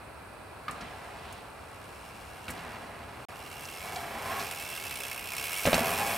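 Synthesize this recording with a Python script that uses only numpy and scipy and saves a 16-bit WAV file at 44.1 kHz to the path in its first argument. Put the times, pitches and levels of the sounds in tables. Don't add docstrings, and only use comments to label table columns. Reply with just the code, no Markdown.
import sys
import numpy as np
from scipy import signal
from scipy.fft import rfft, irfft, next_fast_len
from scipy.io import wavfile
from scipy.ndimage import uniform_filter1d

SR = 44100
rng = np.random.default_rng(int(sys.argv[2]) if len(sys.argv) > 2 else 0)


def wav_out(sig):
    wavfile.write(sys.argv[1], SR, np.round(np.clip(np.atleast_2d(sig).T, -1, 1) * 32767).astype(np.int16))


N = 272097
TIME = np.arange(N) / SR

# frequency in Hz, relative level in dB.
RUSH_TONE = [(25, -20), (45, -3), (85, 2.5), (170, -5.5), (300, -7.5), (750, -3.5), (1400, -8), (1900, -17),
             (2500, -13), (3100, -24), (4300, -25), (6600, -34.5), (8800, -24), (15900, -37.5)]
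# frequency in Hz, dB against the shared part.
RUSH_WIDTH = [(25, -22), (100, -15.5), (170, -11), (300, -3), (1400, -8), (3000, -3.5), (15900, -7)]
# time in seconds, distance in metres.
DISTANCE = [(0, 56), (0.9, 24), (2.4, 17.3), (3.5, 10.66), (4.4, 7.47), (5.15, 6.33), (5.4, 5.16),
            (5.7, 4.2), (6.17, 4.43)]

# frequency in Hz, relative level in dB.
SOIL_TONE = [(150, -30), (300, -20.5), (450, -2.5), (700, -6.5), (1200, -7), (1800, -7.5), (2600, -10),
             (3600, -18), (6000, -25), (14000, -42)]
GROUND_TONE = [(35, -10), (70, -1.5), (105, 1.5), (135, -3), (165, 1), (200, -1.5), (250, 0.5), (330, -9.5),
               (600, -33), (4000, -62)]
# frequency in Hz, width in Hz, boost or cut in dB.
TYRE_RESONANCES = [(254, 9.2, -22), (402, 20, 11), (693, 19, 13.5), (804, 91, 10.5), (1020, 135, 8)]
# touch-down and lift-off in seconds, first and last
# strength in dB, rumble in dB relative to that strength.
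GROUND_RUNS = [(0.69, 1.348, -47, -48, -14), (2.495, 3.414, -43, -53, -7.5), (3.8, 4.39, -44.5, -36, -12.5),
               (5.683, 6.17, -30.5, -34.5, -11)]
# middle and half length in seconds, pitch in Hz,
# rise in Hz per second, level in dB.
TREAD_HUMS = [(0.957, 0.25, 726, 1, -53.5), (3.943, 0.12, 720, 80.5, -43.5),
              (4.342, 0.082, 1075, 551.5, -39), (5.84, 0.092, 677.4, 250, -39.5),
              (6.04, 0.068, 810, 249.5, -34.5)]
# middle and half length in seconds, frequency in Hz, level in dB.
GRIT_SCRUBS = [(0.85, 0.1, 2180, -54), (1.3, 0.13, 2760, -57.5), (2.69, 0.15, 1620, -52.5),
               (4.325, 0.069, 1160, -44)]
# start in seconds, thump in dB, knock in dB,
# knock pitch in Hz, knock fade time in seconds, crack in dB.
WHEEL_HITS = [(0.6815, -41, -29, 1223, 0.048, -35.5), (0.804, -44, -42, 1370, 0.07, -50),
              (2.481, -38.5, -39, 1500, 0.028, -34), (2.574, -48, -48, 1120, 0.04, -42),
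              (5.6537, -27, -17.5, 660, 0.017, -24.5), (5.673, -40, -16, 589, 0.036, -29),
              (5.7305, -28, -12.5, 666, 0.018, -20), (5.780, -49, -21.5, 634, 0.03, -32),
              (5.808, -53, -29.5, 244, 0.088, -46)]
# start in seconds, level in dB, frequency in Hz, fade in seconds.
CHAIN_SLAPS = [(0.71, -34.5, 7500, 0.016), (0.809, -45.5, 4200, 0.072), (1.325, -42, 9260, 0.03),
               (2.487, -43, 9400, 0.057), (2.502, -38, 8300, 0.074), (3.638, -43, 7000, 0.018),
               (3.653, -36, 5190, 0.021), (3.959, -32, 3700, 0.023), (4.394, -40.5, 4180, 0.23),
               (5.661, -18.5, 6240, 0.013), (5.743, -14, 4430, 0.011)]

# middle and half length in seconds, added clicks per second.
TRAIL_DIPS = [(1.127, 0.18, 52), (3.108, 0.31, 54), (4.137, 0.35, 73), (6.108, 0.21, 62)]
BACKPEDALS = [(2.136, 0.28, 44), (4.772, 0.1, 17), (5.617, 0.14, 37)]
# frequency in Hz, relative level in dB.
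CLICK_TONE = [(1200, 3), (2500, 0), (3300, 6.5), (3800, -0.5), (4400, -1), (4800, -1), (5350, 3),
              (6300, -1.5), (7600, 0.5), (8900, 1.5), (11800, -1.5), (12700, -1), (13600, 0.5),
              (14700, -11.5)]
# pitch in Hz, width in Hz, relative level in dB.
HUB_NOTES = [(1940, 23, -11), (2155, 50, 3), (2288, 64, 4), (2328, 20, -1), (2486, 110, -2.5),
             (2616, 52, -1), (2682, 36, 0), (2827, 49, 3.5), (5110, 45, -4), (13200, 260, -11)]
# time in seconds, favoured pitch in Hz.
RING_FOCUS = [(3.4, 2745), (3.75, 2730), (3.8, 2340), (4.3, 2330), (4.7, 2690), (5.3, 2525), (5.55, 2370),
              (6.17, 2560)]
# middle and half length in seconds, click and ring loss in dB.
HUB_SHADOWS = [(1.55, 0.22, 5, 7), (3.08, 0.33, 12.5, 11), (4.12, 0.12, 5.5, 7), (5.236, 0.088, 4.5, 2)]
# time in seconds, left level minus right level in dB.
HUB_PAN = [(0, 11), (3, 0), (3.7, -0.3), (4.8, -0.8), (5.4, -0.5), (5.8, -0.2), (6.17, 0.7)]

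# frequency in Hz, width in Hz, left minus right in dB.
SIDE_BALANCE = [(150, 250, 0.8), (3020, 1900, -5), (5160, 1400, 1.5), (10000, 3300, -0.5),
                (13200, 820, -2.5)]
# frequency in Hz, lead of the left side in radians.
LEFT_LEAD = [(100, -0.04), (2300, -0.02), (4000, 0.08), (8500, -0.3), (11500, -0.68), (14000, -0.4)]
# frequency in Hz, width in Hz, boost or cut in dB.
HOUSING_RESONANCES = [(1324, 19, 3), (1660, 123, 4), (1965, 29, 6), (3440, 37, -0.5), (4020, 48, 6.5),
                      (4480, 49, 7.5), (5500, 33, -2.5), (5410, 14, 9.5), (8800, 320, 1), (9700, 280, 0)]


def from_db(db):
    return 10 ** (np.asarray(db) / 20)


def rms_one(x):
    return x / np.sqrt(np.mean(x ** 2) + 1e-20)


def evened(x):
    return x / np.sqrt(np.abs(uniform_filter1d(x ** 2, size=3500)) + 1e-12)


def in_time(rows):
    return np.interp(TIME, *np.transpose(rows))


def coloured(x, tone):
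    hz, db = np.transpose(tone)
    size = next_fast_len(N)
    bins = np.maximum(np.fft.rfftfreq(size, 1 / SR), 1)
    gain = from_db(np.interp(np.log(bins), np.log(hz), db)) * np.minimum(bins / hz[0], 1) ** 2
    return rms_one(irfft(rfft(x, size) * gain, size)[..., :N])


def noise():
    return rng.standard_normal(N)


def drift(rate):
    points = rng.standard_normal(2000)
    return rms_one(np.interp(TIME * rate, np.arange(len(points)), points))


def swell(s, half_s):
    return np.exp(-((TIME - s) / half_s) ** 2)


def resonate(x, hz, width_hz):
    r = np.exp(-np.pi * width_hz / SR)
    feedback = [1, -2 * r * np.cos(2 * np.pi * hz / SR), r * r]
    return signal.lfilter(np.array([1, 0, -1]) * (1 - r * r) / 2, feedback, x + 1e-18)


def boosted(x, bands):
    return x + sum((from_db(db) - 1) * resonate(x, hz, width) for hz, width, db in bands)


def steep_band(x, hz, width_hz):
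    return rms_one(resonate(resonate(x, hz, width_hz), hz, width_hz))


def noise_band(size, hz):
    return steep_band(rng.standard_normal(size), hz, hz)


def dying(x, t60):
    return signal.lfilter([1], [1, -np.exp(-np.log(1000) / (t60 * SR))], x + 1e-18)


def burst(s, t60, rise_s):
    age = np.arange(int(.3 * SR)) / SR
    start = int(s * SR)
    shape = (1 - np.exp(-age / rise_s)) * np.exp(-np.log(1000) * age / t60)
    return slice(start, start + len(age)), shape


def forest_rush(level_db=-47.5):
    hz, db = np.transpose(RUSH_TONE)
    width_hz, width_db = np.transpose(RUSH_WIDTH)
    side_db = np.interp(np.log(hz), np.log(width_hz), width_db)
    power = from_db(db) ** 2 * np.gradient(hz)
    side_gain = np.sqrt(np.sum(power * from_db(side_db) ** 2) / np.sum(power))
    side = side_gain * coloured(noise(), np.column_stack([hz, db + side_db]))
    return from_db(level_db) * (coloured(noise(), RUSH_TONE) + side * np.array([[1], [-1]]))


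def tree_echoes(x, t60, low_hz, high_hz):
    age = TIME[:SR // 2]
    echoes = rng.standard_normal(len(age)) * (rng.random(len(age)) < .05)
    echoes *= (age > .002) * np.exp(-np.log(1000) * age / t60)
    echoes /= np.sqrt(np.sum(echoes ** 2))
    band = signal.butter(1, [low_hz, high_hz], "band", fs=SR, output="sos")
    return signal.fftconvolve(x, signal.sosfilt(band, echoes))[:N]


def tyre_load(metres, grip_s=0.048, release_s=0.093, swish_loss_db_per_m=0.63):
    swish = from_db(-48.5 - swish_loss_db_per_m * (metres - 6))
    power, rumble = swish ** 2, 0
    for down, off, first_db, last_db, rumble_db in GROUND_RUNS:
        contact = np.clip((TIME - down) / grip_s, 0, 1) * np.exp(-np.maximum(TIME - off, 0) / release_s)
        load = contact * from_db(np.interp(TIME, [down, off], [first_db, last_db]))
        power += load ** 2
        rumble += load * from_db(rumble_db)
    return np.sqrt(power), rumble


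def tyres(metres, grains_per_s=3500, grain_spread_db=2.5, bump_db=1.5, crunch_db=-1.5, flutter_hz=26):
    crunch_gain, rumble_gain = tyre_load(metres)
    bumps = evened(from_db(bump_db * drift(45)))
    sizes = from_db(grain_spread_db * np.minimum(rng.exponential(1, N), 4)) * rng.choice([-1, 1], N)
    grains = sizes * (rng.random(N) < grains_per_s / SR)
    crunch = evened(boosted(coloured(grains, SOIL_TONE), TYRE_RESONANCES))
    low_mid_gain = from_db(-0.12 * (metres - 13.5))
    crunch += (low_mid_gain - 1) * resonate(crunch, hz=420, width_hz=370)
    flutter = signal.sosfilt(signal.butter(2, flutter_hz, fs=SR, output="sos"), noise() + 1j * noise())
    hum = 0
    for s, half_s, hz, rise, db in TREAD_HUMS:
        phase = 2 * np.pi * np.cumsum(hz + rise * (TIME - s)) / SR
        hum += from_db(db) * swell(s, half_s) * evened((flutter * np.exp(1j * phase)).real)
    rumble = rumble_gain * evened(coloured(noise(), GROUND_TONE))
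    return bumps * (from_db(crunch_db) * crunch_gain * crunch + hum + rumble)


def grit_scrubs(grains_per_s=2500, width_share=0.85):
    grains = noise() * (rng.random(N) < grains_per_s / SR)
    return sum(from_db(db) * swell(s, half_s) * steep_band(grains, hz, width_share * hz)
               for s, half_s, hz, db in GRIT_SCRUBS)


def landings(thump_t60=0.12, crush_db=-12.0, crumble_db=-1.5, soft_hz=4500):
    out = np.zeros(N)
    soil = evened(coloured(noise(), GROUND_TONE)) + from_db(crumble_db) * coloured(noise(), SOIL_TONE)
    soil = signal.sosfilt(signal.butter(2, soft_hz, fs=SR, output="sos"), soil)
    for s, thump_db, knock_db, knock_hz, t60, _ in WHEEL_HITS:
        for lag_s, softer_db, hz in ((0, 0, knock_hz), (0.012, -6, 0.89 * knock_hz)):
            span, shape = burst(s + lag_s, thump_t60, rise_s=0.0035)
            out[span] += from_db(thump_db) * shape * soil[span]
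            span, shape = burst(s + lag_s, t60, rise_s=0.0001)
            ring = np.sqrt(2) * np.sin(2 * np.pi * hz * TIME[:len(shape)])
            crush = from_db(crush_db) * noise_band(len(shape), hz)
            out[span] += from_db(knock_db + softer_db) * shape * (ring + crush)
    return out


def frame_and_chain(crack_hz=2540, crack_t60=0.031, rattle_db=-17, rattle_hz=7350, rattle_t60=0.13):
    out = np.zeros(N)
    cracks = [(s, db, crack_hz, crack_t60) for s, *_, db in WHEEL_HITS]
    rattles = [(s, db + rattle_db, rattle_hz, rattle_t60) for s, db, _, _ in CHAIN_SLAPS]
    for s, db, hz, t60 in cracks + CHAIN_SLAPS + rattles:
        span, shape = burst(s, t60, rise_s=0.00095)
        out[span] += from_db(db) * shape * noise_band(len(shape), hz)
    return out


def spoke_shake(relative_db=-10.5, t60=0.17):
    blows = np.zeros(N)
    for s, *_, crack_db in WHEEL_HITS:
        blows[int(s * SR)] = from_db(crack_db + relative_db)
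    return dying(blows, t60)


def hub_ring(push, focus_db=9.5, focus_width_hz=90):
    focus_hz = in_time(RING_FOCUS)
    ring = 0
    for k, (hz, width, db) in enumerate(HUB_NOTES):
        favoured = np.exp(-((hz - focus_hz) / focus_width_hz) ** 2)
        ring += (-1) ** k * from_db(db + focus_db * favoured) * resonate(push, hz, width)
    return evened(ring)


def pawl_pulses(slowest_per_s=63, jitter=0.016, uneven_db=2.0, tail_db=-5.5):
    rate = slowest_per_s + sum(added * swell(s, half_s) for s, half_s, added in TRAIL_DIPS + BACKPEDALS)
    teeth_passed = np.floor(np.cumsum(rate * (1 + jitter * drift(60))) / SR)
    drops = np.diff(teeth_passed, prepend=0) * from_db(uneven_db * drift(90))
    pulses = dying(drops, t60=0.0091) + from_db(tail_db) * dying(drops, t60=0.091)
    return evened(dying(pulses, t60=0.0036))


def freewheel(metres, click_db=-48, ring_db=-49.5, undergrowth_db_per_m=0.5, air_db_per_m=0.64):
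    far_db = 20 * np.log10(metres / 10) + undergrowth_db_per_m * (metres - 10)
    click_loss_db = far_db + sum(db * swell(s, half_s) for s, half_s, db, _ in HUB_SHADOWS)
    ring_loss_db = far_db + sum(db * swell(s, half_s) for s, half_s, _, db in HUB_SHADOWS)
    pulses = pawl_pulses()
    hiss = coloured(noise(), CLICK_TONE)
    treble = signal.sosfiltfilt(signal.butter(2, 11000, "high", fs=SR, output="sos"), hiss)
    treble_gain = from_db(-air_db_per_m * (metres - 12))
    clicks = pulses * (hiss + (treble_gain - 1) * treble)
    ring_gain = np.hypot(from_db(ring_db - ring_loss_db), spoke_shake())
    return from_db(click_db - click_loss_db) * clicks + ring_gain * hub_ring(pulses * noise())


def scene(echo_at_10m_db=-14.0):
    metres, left_db = in_time(DISTANCE), in_time(HUB_PAN)
    hub_pan = from_db(np.vstack([left_db, -left_db]) / 2)
    centre = tyres(metres) + grit_scrubs() + landings() + frame_and_chain()
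    bike = centre + hub_pan * freewheel(metres)
    to_trees = from_db(echo_at_10m_db) * np.sqrt(metres / 10) * bike.mean(axis=0)
    ahead = tree_echoes(to_trees, t60=0.68, low_hz=118, high_hz=7200)
    sideways = tree_echoes(to_trees, t60=0.43, low_hz=130, high_hz=8650)
    return bike + ahead + sideways * np.array([[1], [-1]]) + forest_rush()


def out_of_step(left, right):
    hz, radians = np.transpose(LEFT_LEAD)
    size = next_fast_len(N)
    bins = np.maximum(np.fft.rfftfreq(size, 1 / SR), 1)
    lead = np.interp(np.log(bins), np.log(hz), radians)
    shift = np.exp(.5j * np.array([lead, -lead]))
    return irfft(rfft(np.array([left, right]), size) * shift, size)[:, :N]


def record(dry, gap_start_s=3.252, gap_end_s=3.2855, cutoff_hz=15800):
    left = boosted(dry[0], [(hz, width, db / 2) for hz, width, db in SIDE_BALANCE])
    right = boosted(dry[1], [(hz, width, -db / 2) for hz, width, db in SIDE_BALANCE])
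    audible = (TIME < gap_start_s) | (TIME > gap_end_s)
    heard = boosted(out_of_step(left, right), HOUSING_RESONANCES) * audible
    return signal.sosfilt(signal.ellip(12, .1, 80, cutoff_hz, fs=SR, output="sos"), heard)


dry = scene()
out = record(dry)
wav_out(out)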